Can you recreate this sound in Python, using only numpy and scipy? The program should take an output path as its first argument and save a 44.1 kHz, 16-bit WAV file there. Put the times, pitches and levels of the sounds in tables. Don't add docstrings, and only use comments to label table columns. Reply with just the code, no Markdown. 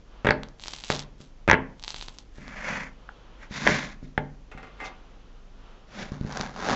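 import sys
import numpy as np
from scipy import signal
from scipy.fft import rfft, irfft
from scipy.io import wavfile

SR = 44100
rng = np.random.default_rng(int(sys.argv[2]) if len(sys.argv) > 2 else 0)


def wav_record(signal):
    frames = np.transpose(np.atleast_2d(signal))
    bounded = np.clip(frames, -1, 1)
    quanta = np.round(bounded * 32767).astype(np.int16)
    wavfile.write(sys.argv[1], SR, quanta)


N = 297675
TIME = np.arange(N) / SR



def from_db(db):
    return 10 ** (np.asarray(db) / 20)


def rms_one(x):
    return x / np.sqrt(np.mean(x ** 2) + 1e-20)


def at_hz(points, hz):
    known_hz, values = np.transpose(points)
    return np.interp(np.log(np.maximum(hz, 1)), np.log(known_hz), values)


def drift(rate):
    knots = rng.standard_normal(4096)
    return np.interp(TIME * rate, np.arange(len(knots)), knots)


def pulse(spectrum, size=4096):
    gains = from_db(at_hz(spectrum, np.fft.rfftfreq(size, 1 / SR)))
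    cepstrum = irfft(np.log(gains))
    cepstrum[1:size // 2] *= 2
    cepstrum[size // 2 + 1:] = 0
    shape = irfft(np.exp(rfft(cepstrum)))
    return shape / np.abs(shape).max()


def through(x, response):
    return signal.oaconvolve(x, response)[:N]


def coloured(x, spectrum):
    return rms_one(through(x, pulse(spectrum)))


def add(track, s, sound):
    start = max(round(s * SR), 0)
    track[start:start + len(sound)] += sound[:max(N - start, 0)]


def blows(times, levels_db):
    clicks = np.zeros(N)
    places = np.clip(np.round(times * SR).astype(int), 0, N - 1)
    clicks[places] = from_db(levels_db)
    return clicks


def fading(times, levels_db, decay_s):
    keep_per_sample = np.exp(-1 / (decay_s * SR))
    return signal.lfilter([1], [1, -keep_per_sample], blows(times, levels_db) + 1e-18)


def burst(hz, cycles, size=1024):
    turns = np.arange(size) / SR * hz
    envelope = turns / cycles * np.exp(1 - turns / cycles)
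    return envelope * np.sin(2 * np.pi * turns)


def grains(per_s, spread_db):
    sizes = from_db(spread_db * np.minimum(rng.exponential(1, N), 4))
    signs = rng.choice([-1, 1], N)
    return rms_one(sizes * signs * (rng.random(N) < per_s / SR))


def swell(start_s, attack_s, hold_s, release_s):
    rising = (TIME - start_s) / attack_s
    easing = (start_s + attack_s + hold_s + release_s - TIME) / release_s
    return np.clip(np.minimum(rising, easing), 0, 1) ** 1.9


def moves(rows):
    return sum(np.outer(from_db(row[4:]), swell(*row[:4])) for row in rows)


# (frequency [Hz], level [dB])
AIR_COLOUR = [(12, -33.5), (20, 7.5), (44, 5), (57, -9), (92, -10), (211, -10.5), (669, -21.5), (1280, -32),
              (2230, -30.5), (3010, -35.5), (6070, -35.5), (7420, -40.5), (8000, -55), (10400, -89),
              (17600, -120)]
# (frequency [Hz], level [dB])
HUM = [(26.5, -52), (47, -54.5), (100, -67)]
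# (start [s], attack [s], hold [s], release [s], level [dB])
SLEEVES = [(0, .14, .06, .3, -55), (2.6, .5, .35, .5, -55.5), (4.35, .3, .1, 1.7, -54),
           (5.45, .22, .03, .4, -55.5)]
# (frequency [Hz], level [dB])
CLOTH = [(120, -33), (200, -5), (388, -9.5), (467, -3), (580, -8.5), (1290, -8.5), (2190, -19.5),
         (3030, -14.5), (6060, -33), (8000, -55), (10400, -68), (17600, -120)]
SLEEVES_REST_DB = -66


def background(air_db, sleeves_db):
    air = from_db(air_db) * coloured(rng.standard_normal(N), AIR_COLOUR)
    hum = np.zeros(N)
    for hz, db in HUM:
        phase = 2 * np.pi * hz * TIME + 0.66 * drift(1.7)
        hum += np.sqrt(2) * from_db(db) * np.sin(phase)
    moving = from_db(sleeves_db) * moves(SLEEVES)[0]
    rustle = np.hypot(from_db(SLEEVES_REST_DB), moving)
    return air + hum + rustle * coloured(rng.standard_normal(N), CLOTH)


# (frequency [Hz], time to fall by 60 dB [s])
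ROOM_T60 = [(100, .5), (260, 0.45), (700, 0.37), (1840, 0.38), (4850, 0.14)]
# (frequency [Hz], level [dB])
ROOM_LEVEL = [(60, -4.5), (200, -6.5), (900, -5.5), (1800, -12), (4000, -9.5), (8000, -21.5)]


def kitchen(x, first_echo_s):
    t, tail = TIME[:SR * 3 // 4], 0
    edges = 40 * 2 ** np.arange(0, 8.5, .5)
    for low, high in zip(edges, edges[1:]):
        hz = np.sqrt(low * high)
        band_pass = signal.butter(2, [low, high], "band", fs=SR, output="sos")
        band = signal.sosfilt(band_pass, rng.standard_normal(len(t)))
        decay = np.exp(-np.log(1000) * t / at_hz(ROOM_T60, hz))
        build_up = 1 - np.exp(-(t / first_echo_s) ** 2)
        gain = np.sqrt(2 * (high - low) / SR / len(t)) * from_db(at_hz(ROOM_LEVEL, hz))
        tail = tail + rms_one(band * decay * build_up) * gain
    return through(x, tail)


# (frequency [Hz], level [dB], time to fall by 60 dB [s])
BOARD_MODES = [(68.4, -7.5, .3), (103, -5, .2), (144.75, 5, 0.52), (196.5, -0.5, 0.2), (225, -3, 0.32),
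               (262.3, -1, 0.4), (377, -25.5, 0.42), (435, 4.5, 0.22), (462, -10, 0.5), (529.6, -15, 0.2),
               (515, -6.5, .3), (603.5, 2.5, .25), (817, -16, .26), (891, -1, .27), (1003, -5.5, 0.27),
               (1009, -3.5, .25), (1190, -9.5, .2), (1415, -10, 0.23), (1616, -10, .2), (1690, -4, .18),
               (1700, -5.5, .18)]


def board(x, level_db):
    t = TIME[:SR // 2]
    ringing = sum(from_db(db - 60 * t / t60) * np.sin(2 * np.pi * hz * t) for hz, db, t60 in BOARD_MODES)
    return from_db(level_db) * through(x, ringing)


# (time [s], level [dB])
KNIFE_KNOCKS = [(4.515, -31.5), (4.575, -32), (4.629, -31), (4.668, -42), (4.802, -32)]
# (start [s], attack [s], hold [s], release [s], level [dB])
KNIFE_LIFT = (4.76, .06, .04, .05, -37.5)
# (start [s], attack [s], hold [s], release [s], level [dB])
KNIFE_SLIP = (4.825, .03, .006, .045, -38.5)
# (frequency [Hz], width [Hz], level [dB])
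KNIFE_MODES = [(764, 25, -3), (1154, 31, -1), (1360, 24, -2), (1640, 23, -8), (1857, 28, 0), (2070, 27, 1),
               (2504, 22, 2.5), (3520, 17, -21)]
# (frequency [Hz], level [dB])
CRUNCH = [(100, -6), (420, 3.5), (950, 3.5), (1700, 2), (2400, 0.5), (3200, -12.5), (4400, -21.5),
          (8000, -38.5)]
# (frequency [Hz], level [dB])
HISS = [(1000, -35.5), (2500, -7.5), (3600, 14.5), (4900, 7), (6000, 5), (7200, 1), (8000, -19.5)]


def knife_pickup(knock_db, rattle_s, scrape_db, rough_db):
    times, levels_db = np.transpose(KNIFE_KNOCKS)
    scrape = from_db(scrape_db) * moves([KNIFE_LIFT])[0]
    hiss = from_db(scrape_db) * moves([KNIFE_SLIP])[0]
    slips = grains(per_s=5000, spread_db=1.0)
    ring = np.zeros(N)
    for hz, width, db in KNIFE_MODES:
        ring += from_db(db) * signal.lfilter(*signal.iirpeak(hz, hz / width, fs=SR), slips)
    rough = from_db(rough_db) * coloured(slips, CRUNCH)
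    contact = fading(times, levels_db + knock_db, rattle_s) + scrape
    return contact * (rms_one(ring) + rough) + hiss * coloured(slips, HISS)


# (frequency [Hz], level [dB])
BODY = [(25, -6.5), (55, 0.5), (90, -14.5), (145, -0.5), (230, 4.5), (340, -6.5), (600, -26), (3000, -59.5)]


def rubbing(pressures, slips, rasp_colour):
    slips = signal.sosfilt(signal.butter(2, 65, "high", fs=SR, output="sos"), slips)
    colours = (BODY, rasp_colour, HISS)
    return sum(gain * coloured(slips, colour) for gain, colour in zip(pressures, colours))


# (start [s], attack [s], hold [s], release [s], body [dB], rasp [dB], hiss [dB])
SLIDES = [(2.3, .12, .06, .15, -48, -50, -61), (2.41, .3, .05, .18, -38, -30, -42.5),
          (3.37, .045, .02, .06, -57, -46, -57), (3.485, .06, .05, .12, -40, -37, -39.5),
          (3.53, .16, .06, .24, -33, -28.5, -34.5), (3.635, .025, .05, .05, -27, -31, -45),
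          (4.0, .035, .015, .1, -43, -59, -61)]
# (frequency [Hz], level [dB])
SLIDE_RASP = [(150, -18.5), (420, -10.5), (600, -3.5), (760, -8.5), (1000, -4.5), (1220, -6.5), (1550, -2),
              (2050, -0.5), (2400, -6), (2900, -16.5), (4000, -18.5), (8000, -38.5)]
# (start [s], attack [s], hold [s], release [s], body [dB], rasp [dB], hiss [dB])
GRIP = [(5.85, .14, .04, .12, -39.5, -37.5, -45)]
# (frequency [Hz], level [dB])
PALM_RASP = [(150, -22), (420, -5.5), (620, 7), (900, -3.5), (1300, 0.5), (2100, -1), (2900, -9),
             (4500, -24), (6000, -18), (8000, -40)]


def sliding(level_db, palm_db, uneven_db):
    slips = grains(per_s=6000, spread_db=2.5)
    slips = slips * from_db(2.2 * drift(110)) * from_db(uneven_db * drift(30))
    slides = from_db(level_db) * rubbing(moves(SLIDES), slips, SLIDE_RASP)
    palm = from_db(palm_db) * rubbing(moves(GRIP), slips, PALM_RASP)
    return slides + palm


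# (start [s], attack [s], hold [s], release [s], rasp [dB])
STROKES = [(6.1, .03, .02, .07, -47), (6.14, .26, .03, .14, -35), (6.48, .23, .015, .1, -26.5)]
# (frequency [Hz], level [dB])
SAW_RASP = [(150, -20), (400, -1.5), (750, 3.5), (1100, 0), (1600, -1), (2100, -7), (2700, -13.5),
            (8000, -32)]
SAW_BODY_DB, SAW_HISS_DB = -5, -10


def sawing(teeth_per_s):
    teeth = np.cumsum(teeth_per_s * from_db(2.5 * drift(25))) / SR
    catching = from_db(4 * np.cos(2 * np.pi * teeth))
    bites = grains(per_s=2400, spread_db=3.8) * catching
    push = moves(STROKES)[0]
    pressures = (from_db(SAW_BODY_DB) * push, push, from_db(SAW_HISS_DB) * push)
    return rubbing(pressures, bites, SAW_RASP)


# (start [s], attack [s], hold [s], release [s], body [dB], rasp [dB], hiss [dB])
GIVE_WAY = [(0.89, .018, .005, .17, -48, -35, -33)]


def caving_in(level_db):
    fractures = grains(per_s=1100, spread_db=7.5)
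    return from_db(level_db) * rubbing(moves(GIVE_WAY), fractures, CRUNCH)


# (time [s], thump
# level [dB], slap level [dB])
THUDS = [(0.2473, -21, -14), (0.256, -22, -16), (0.27, -22, -7), (0.289, -15, -12), (0.307, -21, -7),
         (0.9013, -26, -18), (1.204, -38, -42), (1.478, -21, -10), (1.487, -14.5, -8), (1.499, -16, -8),
         (1.512, -16, -7), (1.531, -14, -8), (1.542, -19, -19), (2.383, -36, -36), (3.51, -31, -39),
         (3.667, -29, -8), (3.69, -22, -16), (4.028, -32, -44), (4.1783, -19, -14.5), (4.55, -36, -55),
         (6.1189, -23, -37), (6.2113, -20.5, -38), (6.248, -21, -42), (6.4, -26, -35)]
# (frequency [Hz], level [dB])
THUMP = [(20, -6.5), (45, -1.5), (100, -4.5), (160, -1.5), (260, -2), (400, -17), (1000, -37), (8000, -89)]
# (frequency [Hz], level [dB])
SLAP = [(60, -14.5), (250, -11.5), (430, -0.5), (620, 5.5), (780, -9.5), (1000, -13.5), (1300, -5.5),
        (2500, -19.5), (4500, -40.5), (8000, -53)]
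CRUNCH_FOLLOWS = 1.1


def thuds(slap_db, crunch_db, crunch_s):
    times, thumps_db, slaps_db = np.transpose(THUDS)
    thump = through(blows(times, thumps_db), pulse(THUMP))
    slap = through(blows(times, slaps_db + slap_db), pulse(SLAP))
    crushing = fading(times, CRUNCH_FOLLOWS * slaps_db + crunch_db, crunch_s)
    crunch = crushing * coloured(grains(per_s=6000, spread_db=-1.5), CRUNCH)
    return thump - slap + crunch


# (time [s], ring level [dB], snap level [dB])
CLACKS = [(0.2679, -13, -42), (0.271, -6.5, -17), (0.289, -4, -21), (0.2921, -9, -37), (0.3084, -3, -12),
          (0.3241, -16, -44), (1.4987, 1.5, -29), (1.5134, 7, -14), (1.5222, -9, -28), (1.5312, -3.5, -20),
          (1.542, -4, -22), (1.5518, -16, -22), (3.091, -26, -45), (3.6678, -14, -23), (3.6745, 3, -13),
          (4.1783, -7, -36)]
CLACK_HZ, CLACK_HZ_PER_DB = 1820, 14
CLACK_CYCLES, CLACK_CYCLES_PER_DB = 0.76, -0.009


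def clacks(ring_db, low_db, low_hz, low_lag_s):
    out = np.zeros(N)
    for s, level_db, _ in CLACKS:
        hz = CLACK_HZ + CLACK_HZ_PER_DB * level_db
        cycles = CLACK_CYCLES + CLACK_CYCLES_PER_DB * level_db
        varied_low_hz = low_hz * from_db(rng.normal(0, 1.0))
        add(out, s - cycles / hz, from_db(level_db + ring_db) * burst(hz, cycles))
        add(out, s + low_lag_s, from_db(level_db + low_db) * burst(varied_low_hz, cycles))
    return out


def snaps(snap_db, snap_hz, cycles, lead_s):
    out = np.zeros(N)
    for s, _, treble_db in CLACKS:
        varied_hz = snap_hz * from_db(rng.normal(0, 1.0))
        add(out, s - lead_s, from_db(treble_db + snap_db) * burst(varied_hz, cycles))
    return out


# (time
# [s], flake level [dB], knock level [dB])
CRACKS = [(0.4336, -26, -23), (0.4864, -40, -40), (0.5972, -31, -39), (0.6375, -22, -55),
          (0.6589, -30, -27), (0.6823, -18, -27), (0.7359, -19, -28), (0.7863, -27, -50),
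          (0.8383, -20, -43), (0.9022, -13, -2.5), (0.922, -16, -33), (0.9493, -20, -38),
          (0.9633, -22, -35), (0.9932, -18, -40), (1.7963, -35, -46), (1.8267, -29, -47),
          (1.8383, -20, -52), (1.8466, -24, -52), (1.8794, -15.5, -31), (1.9049, -19, -55),
          (1.9441, -22, -26), (1.963, -23, -47), (2.0118, -20, -52), (2.0252, -22, -31), (2.084, -23, -29),
          (2.186, -27, -47), (2.4802, -35, -26), (6.1204, -38, -36), (6.2113, -39, -36),
          (6.3245, -27.5, -33), (6.3729, -23, -21), (6.4112, -15.5, -16), (6.7257, -26, -20)]
# (frequency [Hz], level [dB])
FLAKE = [(60, -12), (300, -24.5), (900, 6.5), (1600, -13), (3400, -2.5), (5500, 11), (8000, -2.5)]
# (frequency [Hz], level [dB])
KNOCK = [(40, -9.5), (150, 0), (500, -2), (1100, -1.5), (2200, -3.5), (4000, -15.5), (8000, -28)]
FLAKE_HZ, FLAKE_SPREAD_OCTAVES = 4650, 0.13


def cracks(ring_db, tick_db, knock_db, cycles):
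    out, tick, knock = np.zeros(N), pulse(FLAKE), pulse(KNOCK)
    for s, level_db, low_db in CRACKS:
        hz = FLAKE_HZ * 2 ** (FLAKE_SPREAD_OCTAVES * rng.standard_normal())
        add(out, s, from_db(level_db + ring_db) * burst(hz, cycles))
        add(out, s, from_db(level_db + tick_db) * tick)
        add(out, s, from_db(low_db + knock_db) * knock)
    return out


# (start [s], attack [s], hold [s], release [s], fine crackle level [dB])
SQUEEZES = [(0.565, .08, .1, .13, -45.5), (0.76, .1, .13, .07, -45), (1.16, .05, .005, .11, -55),
            (1.72, .2, .05, .36, -49.5), (2.3, .06, .06, .15, -63)]
# (frequency [Hz], level [dB])
CRUMBS = [(100, -20), (900, -8), (1600, -9), (3400, -0.5), (5500, -5), (8000, -6.5)]


def crackle(level_db, shower_db, shower_s):
    times, cracks_db, _ = np.transpose(CRACKS)
    squeezing = from_db(level_db) * moves(SQUEEZES)[0]
    showers = fading(times, cracks_db + shower_db, shower_s)
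    fractures = grains(per_s=1000, spread_db=5)
    return (squeezing + showers) * coloured(fractures, CRUMBS)


def scene():
    knife = knife_pickup(knock_db=-12.5, rattle_s=0.015, scrape_db=-7.5, rough_db=2)
    slides = sliding(level_db=-1.5, palm_db=-2, uneven_db=0.9)
    saw = sawing(teeth_per_s=110)
    collapse = caving_in(level_db=-4.5)
    friction = collapse + slides + saw
    bumps = thuds(slap_db=-1.5, crunch_db=-11, crunch_s=0.0085)
    taps = clacks(ring_db=-1.5, low_db=-12.5, low_hz=1014, low_lag_s=0.00043)
    leading = snaps(snap_db=-3.5, snap_hz=3400, cycles=1.2, lead_s=.0015)
    crust = cracks(ring_db=4, tick_db=5, knock_db=1, cycles=0.5)
    crust = crust + crackle(level_db=3, shower_db=-25, shower_s=0.012)
    direct = taps + leading + bumps + crust + friction + knife

    ringing = board(bumps, level_db=-54) + board(taps, level_db=-56.5)
    ringing = ringing + board(collapse + saw + crust, level_db=-61.5) + board(slides, level_db=-63)

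    spill = from_db(-6) * taps + from_db(-1) * bumps + from_db(-1.5) * crust
    spill = spill + from_db(-1.8) * friction + from_db(7.5) * knife
    spill = spill + from_db(1) * leading
    room = kitchen(spill, first_echo_s=0.0022)
    return (direct + ringing + room + background(air_db=-50.5, sleeves_db=-1.5))[None]


CUTOFF_HZ = 7700


def record(dry):
    rounded = dry / (1 + (dry / .72) ** 4) ** .25
    softened = signal.sosfilt(signal.butter(8, CUTOFF_HZ, fs=SR, output="sos"), rounded)
    return signal.sosfilt(signal.ellip(6, .3, 40, CUTOFF_HZ, fs=SR, output="sos"), softened)


dry = scene()
out = record(dry)
wav_record(out)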